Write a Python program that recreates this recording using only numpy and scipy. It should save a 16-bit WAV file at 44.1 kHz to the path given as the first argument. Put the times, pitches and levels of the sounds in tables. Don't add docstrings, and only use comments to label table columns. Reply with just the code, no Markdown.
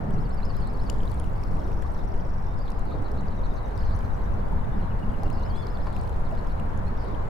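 import sys
import numpy as np
from scipy import signal
from scipy.fft import rfft, irfft
from scipy.io import wavfile
from scipy.ndimage import uniform_filter1d

SR = 44100
rng = np.random.default_rng(int(sys.argv[2]) if len(sys.argv) > 2 else 0)


def master_out(mix):
    frames = np.transpose(np.atleast_2d(mix))
    ceiling = np.clip(frames, -1, 1)
    pcm = np.round(ceiling * 32767).astype(np.int16)
    wavfile.write(sys.argv[1], SR, pcm)


N = 321489

# crest t/s, slosh gain level/dB, fizz gain level/dB
WAVES = [(.03, -38, -73), (.88, -38, -62.5), (1.62, -35.5, -67), (2.18, -41.5, -87), (2.92, -35.5, -71),
         (3.55, -37.5, -71.5), (4.3, -41.5, -89), (5.22, -37, -67.5), (5.85, -45, -66.5),
         (6.38, -44.5, -67.5), (7.1, -41, -68)]
# f/Hz, relative density level/dB per Hz
SLOSH_SPECTRUM = [(120, -29), (270, 18), (400, 6), (520, 2.5), (700, 8.5), (950, -4), (1400, -8.5),
                  (2400, -73), (6000, -94)]
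# t/s, nominal peak level/dB, f/Hz, left over right level/dB
GULPS = [(.927, -31, 514, 5), (.980, -37, 416, 14), (1.118, -36, 876, 16), (1.848, -33, 1140, 9),
         (2.916, -34, 1240, 4), (4.392, -28, 453, -8), (4.526, -26.5, 880, -2), (5.232, -28.5, 804, 13),
         (5.869, -34, 1053, 5), (6.322, -24, 641, 1)]
# t/s, rms at the start level/dB, centre f/Hz, decay time constant t/ms
SLAPS = [(0.4032, -37, 950, 2.5), (1.823, -43, 1500, 5.9), (5.8687, -31, 790, 6.6), (6.323, -54, 633, 14)]
# t/s, nominal peak level/dB, ring f/Hz, share of splash [0-1]
DROPS = [(.347, -46, 9170, .3), (.4535, -46, 5250, 0.6), (.567, -44, 4820, 1), (.6735, -42, 8350, 0.2),
         (.8975, -34, 2920, 0.12), (.9, -27, 4800, 0.45), (0.8988, -32, 7200, 0.07),
         (1.0042, -47, 3190, 0.02), (1.077, -44.5, 3880, 0.06), (1.1177, -38, 4300, 0.47),
         (1.1986, -32.5, 9900, 0.24), (1.2, -50, 3190, 0.06), (1.437, -39.5, 5230, 0.26),
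         (1.8232, -44, 2630, 1), (2.6802, -45, 3450, 0.2), (2.704, -39.5, 4180, 0.74),
         (2.7195, -45, 5200, 0.4), (2.7935, -42, 6840, .4), (3.117, -41.5, 5600, 0.55),
         (3.7775, -40, 4720, 0.5), (3.9904, -43, 5580, .6), (5.2339, -39.5, 4390, 0.56),
         (5.3018, -39.5, 2640, .6), (5.669, -38.5, 4830, 0.23), (5.7724, -43, 3530, 0.32),
         (5.965, -39, 2600, 0.4), (6.0947, -45, 3070, 0.5), (6.598, -41.5, 2720, 0.3),
         (6.7756, -45, 6650, 0.3)]
# f/Hz, relative density level/dB per Hz
FOAM_SPECTRUM = [(1500, -15), (3500, 3), (6500, 0), (9000, -5), (13000, -8), (16000, -1)]

ARCH_SHAPE = [(0, 0.7, 0.1), (.12, .8, 0.93), (.22, .88, 0), (.33, 0.98, 0.64), (.5, 1, 0.25), (.62, 1, 0),
              (.73, .93, 0.16), (.87, .85, 0.93), (1, .81, .2)]
SLUR_SHAPE = [(0, 1, 0.15), (.3, 1.05, 0.55), (.6, 0.89, 0.61), (1, 0.98, 0.81)]
WHISTLE_SHAPE = [(0, .76, 0), (.2, .8, .4), (.45, .86, .35), (.62, .92, .4), (.75, .98, .9), (.86, 1, 1),
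                 (.93, .98, .7), (.98, .9, .3), (1, .87, 0)]
BUZZ_SHAPE = [(0, .96, 0.84), (.2, 1.01, 0.5), (.7, 1, .9), (1, 0.83, 0.072)]
LISP_SHAPE = [(0, .95, 0.2), (.3, .98, 0.7), (.7, 1.01, 0.68), (1, 1.04, 0.4)]
HOOK_SHAPE = [(0, 1.04, 0), (.3, 1.03, .8), (.65, .98, 1), (1, .92, 0)]
TICK_SHAPE = [(0, 1.11, 0.2), (.3, 1.03, 0.7), (.65, .97, 1), (1, 0.76, 0.2)]

# first note t/s, last note t/s, rate [notes/s], note length t/s, pitch f/Hz,
# peak before the mix level/dB, left over right level/dB. First the arched warbles
WARBLES = [(.055, .789, 8.2, .094, 5290, -49.5, 4), (5.179, 5.922, 8.1, .092, 5200, -48, 1)]
TRILLS = [(.034, .134, 10.2, .012, 5820, -51, -4), (1.334, 2.507, 23.1, 0.011, 5540, -55.5, -9),
          (3.167, 4.333, 10.3, .013, 6000, -55.5, -3)]
HOOKS = [(.035, .605, 8.8, .024, 2760, -54.5, -2), (4.677, 5.248, 8.8, 0.0254, 2805, -49.5, -1)]
PEEPS = [(3.239, 3.758, 7.7, 0.034, 3800, -54.5, -1)]
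BUZZES = [(2.783, 3.695, 7.7, 0.037, 4120, -52, -1), (6.122, 6.495, 8, .034, 4150, -52, 1)]

# start t/s, length t/s, pitch f/Hz, peak before the mix level/dB,
# left over right level/dB. First the rising whistle
WHISTLES = [(5.32, .33, 3480, -50.5, 9)]
LISPS_AND_OVERTONE = [(2.445, 0.12, 3668, -60, 4), (3.52, 0.058, 6500, -67, 4),
                      (3.83, 0.051, 4300, -55, -9), (5.54, 0.068, 8460, -62, -7),
                      (6.86, .03, 4250, -52, -11)]
SLURS = [(2.562, 0.066, 5040, -54.5, -11), (3.915, 0.028, 4550, -57, -4), (4.04, .022, 4450, -53, -4),
         (4.095, .022, 4100, -56, 1)]
CHIRPS = [(.53, .079, 4860, -57, -11), (.61, 0.07, 4360, -56, -15), (1.93, 0.092, 4050, -57, -12),
          (2.645, 0.048, 4320, -50, -7), (2.85, .087, 4250, -51.5, -4), (3.775, .051, 4850, -50, -9),
          (3.84, 0.094, 4400, -53, -7), (5.32, .041, 4940, -53, -10), (5.36, 0.084, 4370, -57, -10),
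          (5.88, 0.1, 4060, -59, -19), (6.96, .064, 5150, -53, -7), (7.01, 0.077, 4430, -55, -12)]
# f/Hz, time to decay by 60 dB t/s
ECHO_T60 = [(300, 0.42), (3000, 0.81), (6000, 0.68), (14000, 0.45)]

# t/s, level/dB
TRAFFIC = [(0, -31), (.65, -28.5), (1.5, -27.5), (2.3, -31), (3.6, -29.5), (3.95, -26), (4.75, -29),
           (5.6, -28.5), (7.29, -29.5)]
# t/s, drone level/dB
ENGINES = [(0, -33.5), (.17, -31.5), (.45, -38), (1.4, -36.5), (2.1, -38.5), (3.2, -37), (3.7, -42.5),
           (4.42, -34.5), (5.1, -35), (6.0, -40), (6.6, -37), (7.29, -39.5)]
# t/s, level/dB
ROADS = [(0, -39.5), (2.5, -40.5), (4, -38.5), (5.7, -38.5), (7.29, -37.5)]
# f/Hz, relative density level/dB per Hz
RUMBLE_SPECTRUM = [(12, -20), (21, 0), (30, -1), (39, 0), (50, -3.5), (62, -4.5), (80, -6.5), (100, -8),
                   (125, -16), (180, -34), (400, -70)]
# f/Hz, relative density level/dB per Hz
DRONE_SPECTRUM = [(50, -38), (90, 0.5), (120, -2), (160, -2.5), (205, -1.5), (245, -9), (290, -18),
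                  (420, -15.5), (900, -75)]
# f/Hz, relative density level/dB per Hz
ROAR_SPECTRUM = [(80, -6.5), (200, -11), (300, -3), (480, 1.5), (700, 1.5), (980, 0), (1250, -6),
                 (1550, -9), (2000, -15.5), (2500, -24), (3300, -29.5), (4500, -33), (6500, -41.5),
                 (16000, -57)]
# f/Hz, relative density level/dB per Hz
BREEZE_SPECTRUM = [(1, -25), (4, -4), (9, 0), (16, -3), (22, -14), (40, -45), (200, -100)]
# f/Hz, correlation [-1 to 1]
LIKENESS = [(20, 0.99), (100, 0.87), (195, 1), (260, 0.13), (320, 0.19), (430, 0.063), (640, -0.45),
            (900, -0.13), (1300, -0.11), (1650, -0.16), (2500, 0.072), (5000, -0.34), (8000, -0.62),
            (16000, -0.78)]

SWELL_S, FALL_S, FIZZ_LAG_S, FIZZ_SWELL_S, DRAIN_S = 0.16, 0.32, 0.2, 0.42, 0.4
CALM_SLOSH_DB, CALM_FIZZ_DB = -44.5, -73.5
GULP_DECAY_MS = 7.8
DROP_CYCLES, SPLASH_DAMPING = 8.7, 5.5
STRAY_DB, FOAM_DB = -53, -5.5
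WARM_UP_DB, WARM_UP_S, PHRASE_FADE_DB = 7.5, 0.08, 2.5
NOTE_WAVER_DB, NOTE_WAVER = 2, 0.012
SMOOTH_DB = 1.5
EDGE_HZ = 15900


def lapping():
    swarm = np.zeros((2, N))
    for when, pitch, size, side, ring in rng.random((1300, 5)):
        hz = 390 * 4 ** pitch
        decay_ms = (3500 + 4500 * ring) / hz
        ringing = bubble(hz, decay_ms, rise=0.035)
        gain = amp(11 * size ** 2 - 10 * pitch)
        add(swarm, when * N / SR, panned(gain * ringing, left_db=12 * side - 4))
    slosh = amp(-4.5) * wash(SLOSH_SPECTRUM, patchy_db=2) + amp(-10) * evened(swarm)
    water = surge(CALM_SLOSH_DB, 0, SWELL_S, FALL_S, axis=1) * slosh
    for s, db, hz, left_db in GULPS:
        ringing = bubble(hz, GULP_DECAY_MS, rise=0.012)
        swell = 1 - np.exp(-np.arange(len(ringing)) / SR / 0.0025)
        add(water, s, panned(amp(db) * ringing * swell, left_db))
    return water


def surge(calm_db, lag, swell, fall, axis):
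    power = amp(calm_db) ** 2
    for wave in WAVES:
        age = np.arange(N) / SR - wave[0] - lag
        shape = np.exp(-(np.minimum(age, 0) / swell) ** 2 - np.maximum(age, 0) / fall)
        power = power + (amp(wave[axis]) * shape) ** 2
    return np.sqrt(power)


def bubble(hz, decay_ms, rise):
    tau = max(decay_ms, 0.05) / 1000
    age = np.arange(int(7 * tau * SR)) / SR / tau
    climbing_hz = hz * (1 + rise * (age - 1))
    return np.exp(-age) * np.sin(2 * np.pi * np.cumsum(climbing_hz) / SR)


def slaps():
    out, t = np.zeros((2, N)), np.arange(SR // 10) / SR
    for s, db, hz, decay_ms in SLAPS:
        hollow = signal.butter(2, [hz / 2, hz * 1.38], "band", fs=SR, output="sos")
        burst = evened(signal.sosfilt(hollow, rng.standard_normal(len(t))))
        add(out, s, panned(amp(db) * burst * np.exp(-1000 * t / decay_ms), left_db=3))
    return out


def drips():
    near, crackle = np.zeros((2, N)), np.zeros((2, N))
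    fizz = surge(CALM_FIZZ_DB, FIZZ_LAG_S, FIZZ_SWELL_S, DRAIN_S, axis=2)
    strays = [(when * N / SR, STRAY_DB + 8 * (size - 0.5), 3400 * 3.9 ** pitch, 0.83 * splash)
              for when, size, pitch, splash in rng.random((36, 4))]
    for s, db, hz, splash in [*DROPS, *strays]:
        decay_ms = 1000 * DROP_CYCLES / (1 + SPLASH_DAMPING * splash) / hz
        add(near, s, panned(amp(db) * drop(hz, decay_ms, splash), left_db=11.5))
    for when, pitch, size, side, ring in rng.random((2200, 5)):
        hz = 2400 * 5.2 ** pitch
        tick = drop(hz, decay_ms=(1500 + 4500 * ring ** 2) / hz, splash=0.39)
        gain = amp(13.4 * size ** 4 - 4 * pitch)
        add(crackle, when * N / SR, panned(gain * tick, left_db=1.0 + 6.6 * side))
    foam = panned(amp(FOAM_DB) * wash(FOAM_SPECTRUM, patchy_db=SMOOTH_DB), left_db=2.5)
    return near + fizz * (evened(crackle) + foam)


def drop(hz, decay_ms, splash):
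    t = np.arange(SR // 30) / SR
    ring = np.pad(bubble(hz, decay_ms, rise=0.024), (0, len(t)))[:len(t)]
    spray_band = signal.butter(2, [3200, 12000], "band", fs=SR, output="sos")
    spray = signal.sosfilt(spray_band, rng.standard_normal((2, len(t))))
    crack = np.exp(-t / 0.0005) * (1.1 * spray[0] + 0.6 * spray)
    spatter = amp(-25) * np.exp(-t / 0.005) * spray
    splash = np.clip(splash, 0, 1)
    onset = 1 - np.exp(-t / 0.00015)
    return 1.2 * onset * ((1.2 - splash / 2) * ring + splash * crack + spatter)


def birds():
    near = calls(phrases(WARBLES), ARCH_SHAPE)
    near += calls(phrases(TRILLS), TICK_SHAPE, bounce_db=-5, rough=0.008)
    near += calls(phrases(HOOKS), HOOK_SHAPE, rough=0.03)
    near += calls(phrases(PEEPS), HOOK_SHAPE)
    near += calls(phrases(BUZZES), BUZZ_SHAPE, flutter=0.072, flutter_hz=111.6, rough=0.0076)
    near += calls(WHISTLES, WHISTLE_SHAPE, bounce_db=-19, rough=0.002, second_db=-21)
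    near += calls(LISPS_AND_OVERTONE, LISP_SHAPE, rough=0.0062)
    near += calls(SLURS, SLUR_SHAPE, rough=0.029)
    far = calls(CHIRPS, SLUR_SHAPE, flutter=0.08, flutter_hz=71.7, rough=0.039) + chorus()
    echo = shore(amp(-13) * near + amp(-10) * far)
    return amp(-4.5) * near + amp(-5.0) * far + echo


def phrases(rows):
    notes = []
    for first, last, rate, length, hz, db, left_db in rows:
        for place in np.linspace(0, 1, round((last - first) * rate) + 1):
            age = place * (last - first)
            sharp, strong = rng.standard_normal(2)
            soft_db = WARM_UP_DB * np.exp(-age / WARM_UP_S) + PHRASE_FADE_DB * (2 * place - 1) ** 2
            note_hz = hz * (1 + NOTE_WAVER * sharp)
            note_db = db - soft_db + NOTE_WAVER_DB * strong
            notes.append((first + age, length, note_hz, note_db, left_db))
    return notes


def calls(rows, shape, bounce_db=-14, **voice):
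    song = np.zeros((2, N))
    for s, length, hz, db, left_db in rows:
        note = panned(amp(db) * syllable(shape, length, hz, **voice), left_db)
        add(song, s, note)
        for delay, left, right in rng.random((4, 3)):
            strength = 2 * np.array([[left], [right]]) - 1
            add(song, s + 0.0037 + 0.018 * delay, amp(bounce_db) * strength * note)
    return song


def syllable(shape, length, hz, flutter=0, flutter_hz=105, rough=0.0034, second_db=-32):
    t = np.arange(int(max(length, 0.005) * SR)) / SR
    at, pitch, loud = np.transpose(shape)
    jitter = evened(uniform_filter1d(rng.standard_normal(len(t)), size=60))
    bend = 1 - flutter * np.cos(2 * np.pi * flutter_hz * t) + rough * jitter
    glide = np.interp(t / t[-1], at, pitch)
    phase = 2 * np.pi * np.cumsum(hz * glide * bend) / SR
    tone = np.sin(phase) + amp(second_db) * np.sin(2 * phase)
    return np.interp(t / t[-1], at, loud) * tone


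def chorus():
    rows = [(when * N / SR, 0.015 + 0.045 * length, 2900 + 2300 * pitch, -63 + 4 * size, 3 - 9 * side)
            for when, length, pitch, size, side in rng.random((80, 5))]
    slurs = calls(rows[::2], SLUR_SHAPE, rough=0.034)
    return slurs + calls(rows[1::2], LISP_SHAPE, flutter=0.04, flutter_hz=78.4)


def shore(x):
    sparse = rng.random((2, SR)) < 2500 / SR
    taps = rng.standard_normal((2, SR)) * sparse
    hz, t, z = signal.stft(taps, SR, nperseg=256)
    decay = amp(-60 * t / read(ECHO_T60, hz)[:, None])
    tail = signal.istft(z * decay, SR, nperseg=256)[1]
    return signal.fftconvolve(x, tail / np.linalg.norm(tail[0]), axes=1)[:, :N]


def city():
    breeze = amp(-27.5) * deep_noise(BREEZE_SPECTRUM, likeness=0.75)
    rumble = amp(curve(TRAFFIC, axis=1)) * deep_noise(RUMBLE_SPECTRUM, likeness=0.84)
    drone = amp(curve(ENGINES, axis=1)) * wash(DRONE_SPECTRUM, patchy_db=2)
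    roar = amp(curve(ROADS, axis=1)) * wash(ROAR_SPECTRUM, patchy_db=1.02)
    hiss_spectrum = [(1000, 7), (4000, 4), (8000, -19.0), (12000, 9), (16000, 7)]  # f/Hz, level/dB per Hz
    hiss = amp(-78) * wash(hiss_spectrum, patchy_db=SMOOTH_DB)
    low = panned(breeze, left_db=1.5) + panned(rumble, left_db=1.0) + panned(drone, left_db=-3.0)
    return low + panned(roar, left_db=1.5) + panned(hiss, left_db=6.0)


def deep_noise(spectrum, likeness):
    gain = amp(read(spectrum, np.fft.rfftfreq(N, 1 / SR)))
    a, b = evened(irfft(rfft(rng.standard_normal((2, N))) * gain, N))
    likeness = np.clip(likeness, -1, 1)
    return np.array([a, likeness * a + np.sqrt(1 - likeness ** 2) * b])


def wash(spectrum, patchy_db):
    frames, hz = N // 512 + 6, np.fft.rfftfreq(2048, 1 / SR)
    a, b, c, d, patches = np.moveaxis(rng.standard_normal((frames, len(hz), 5)), -1, 0)
    patches = uniform_filter1d(patches, size=6, axis=0)
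    patches = evened(uniform_filter1d(patches, size=9, axis=1))
    same = np.clip(read(LIKENESS, hz), -1, 1)
    left = a + 1j * b
    right = same * left + np.sqrt(1 - same ** 2) * (c + 1j * d)
    z = np.array([left, right]) * amp(read(spectrum, hz) + patchy_db * patches)
    return evened(signal.istft(z.swapaxes(1, 2), nperseg=2048, noverlap=1536)[1][:, :N])


def amp(db):
    return 10 ** (np.asarray(db) / 20)


def evened(x):
    return x / np.sqrt(np.mean(x ** 2) + 1e-20)


def read(points, hz):
    f, value = np.transpose(points)
    return np.interp(np.log(hz + 1), np.log(f + 1), value)


def curve(rows, axis):
    rows = np.asarray(rows)
    return np.interp(np.arange(N) / SR, rows[:, 0], rows[:, axis])


def panned(x, left_db):
    return x * amp(np.array([[left_db], [-left_db]]) / 2)


def add(mix, s, sound):
    part = mix[:, max(round(s * SR), 0):][:, :sound.shape[1]]
    part += sound[:, :part.shape[1]]


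def scene():
    drops = drips()
    water = lapping() + slaps() + drops + amp(-18) * shore(drops)
    return water + birds() + city()


def record(dry):
    to_nearest_end = np.minimum(np.arange(N), np.arange(N)[::-1])
    fade = np.minimum(to_nearest_end / (0.004 * SR), 1)
    band_limit = signal.firwin(511, EDGE_HZ, window=("kaiser", 9), fs=SR)
    return signal.oaconvolve(dry * fade, band_limit[None], "same")


dry = scene()
out = record(dry)
master_out(out)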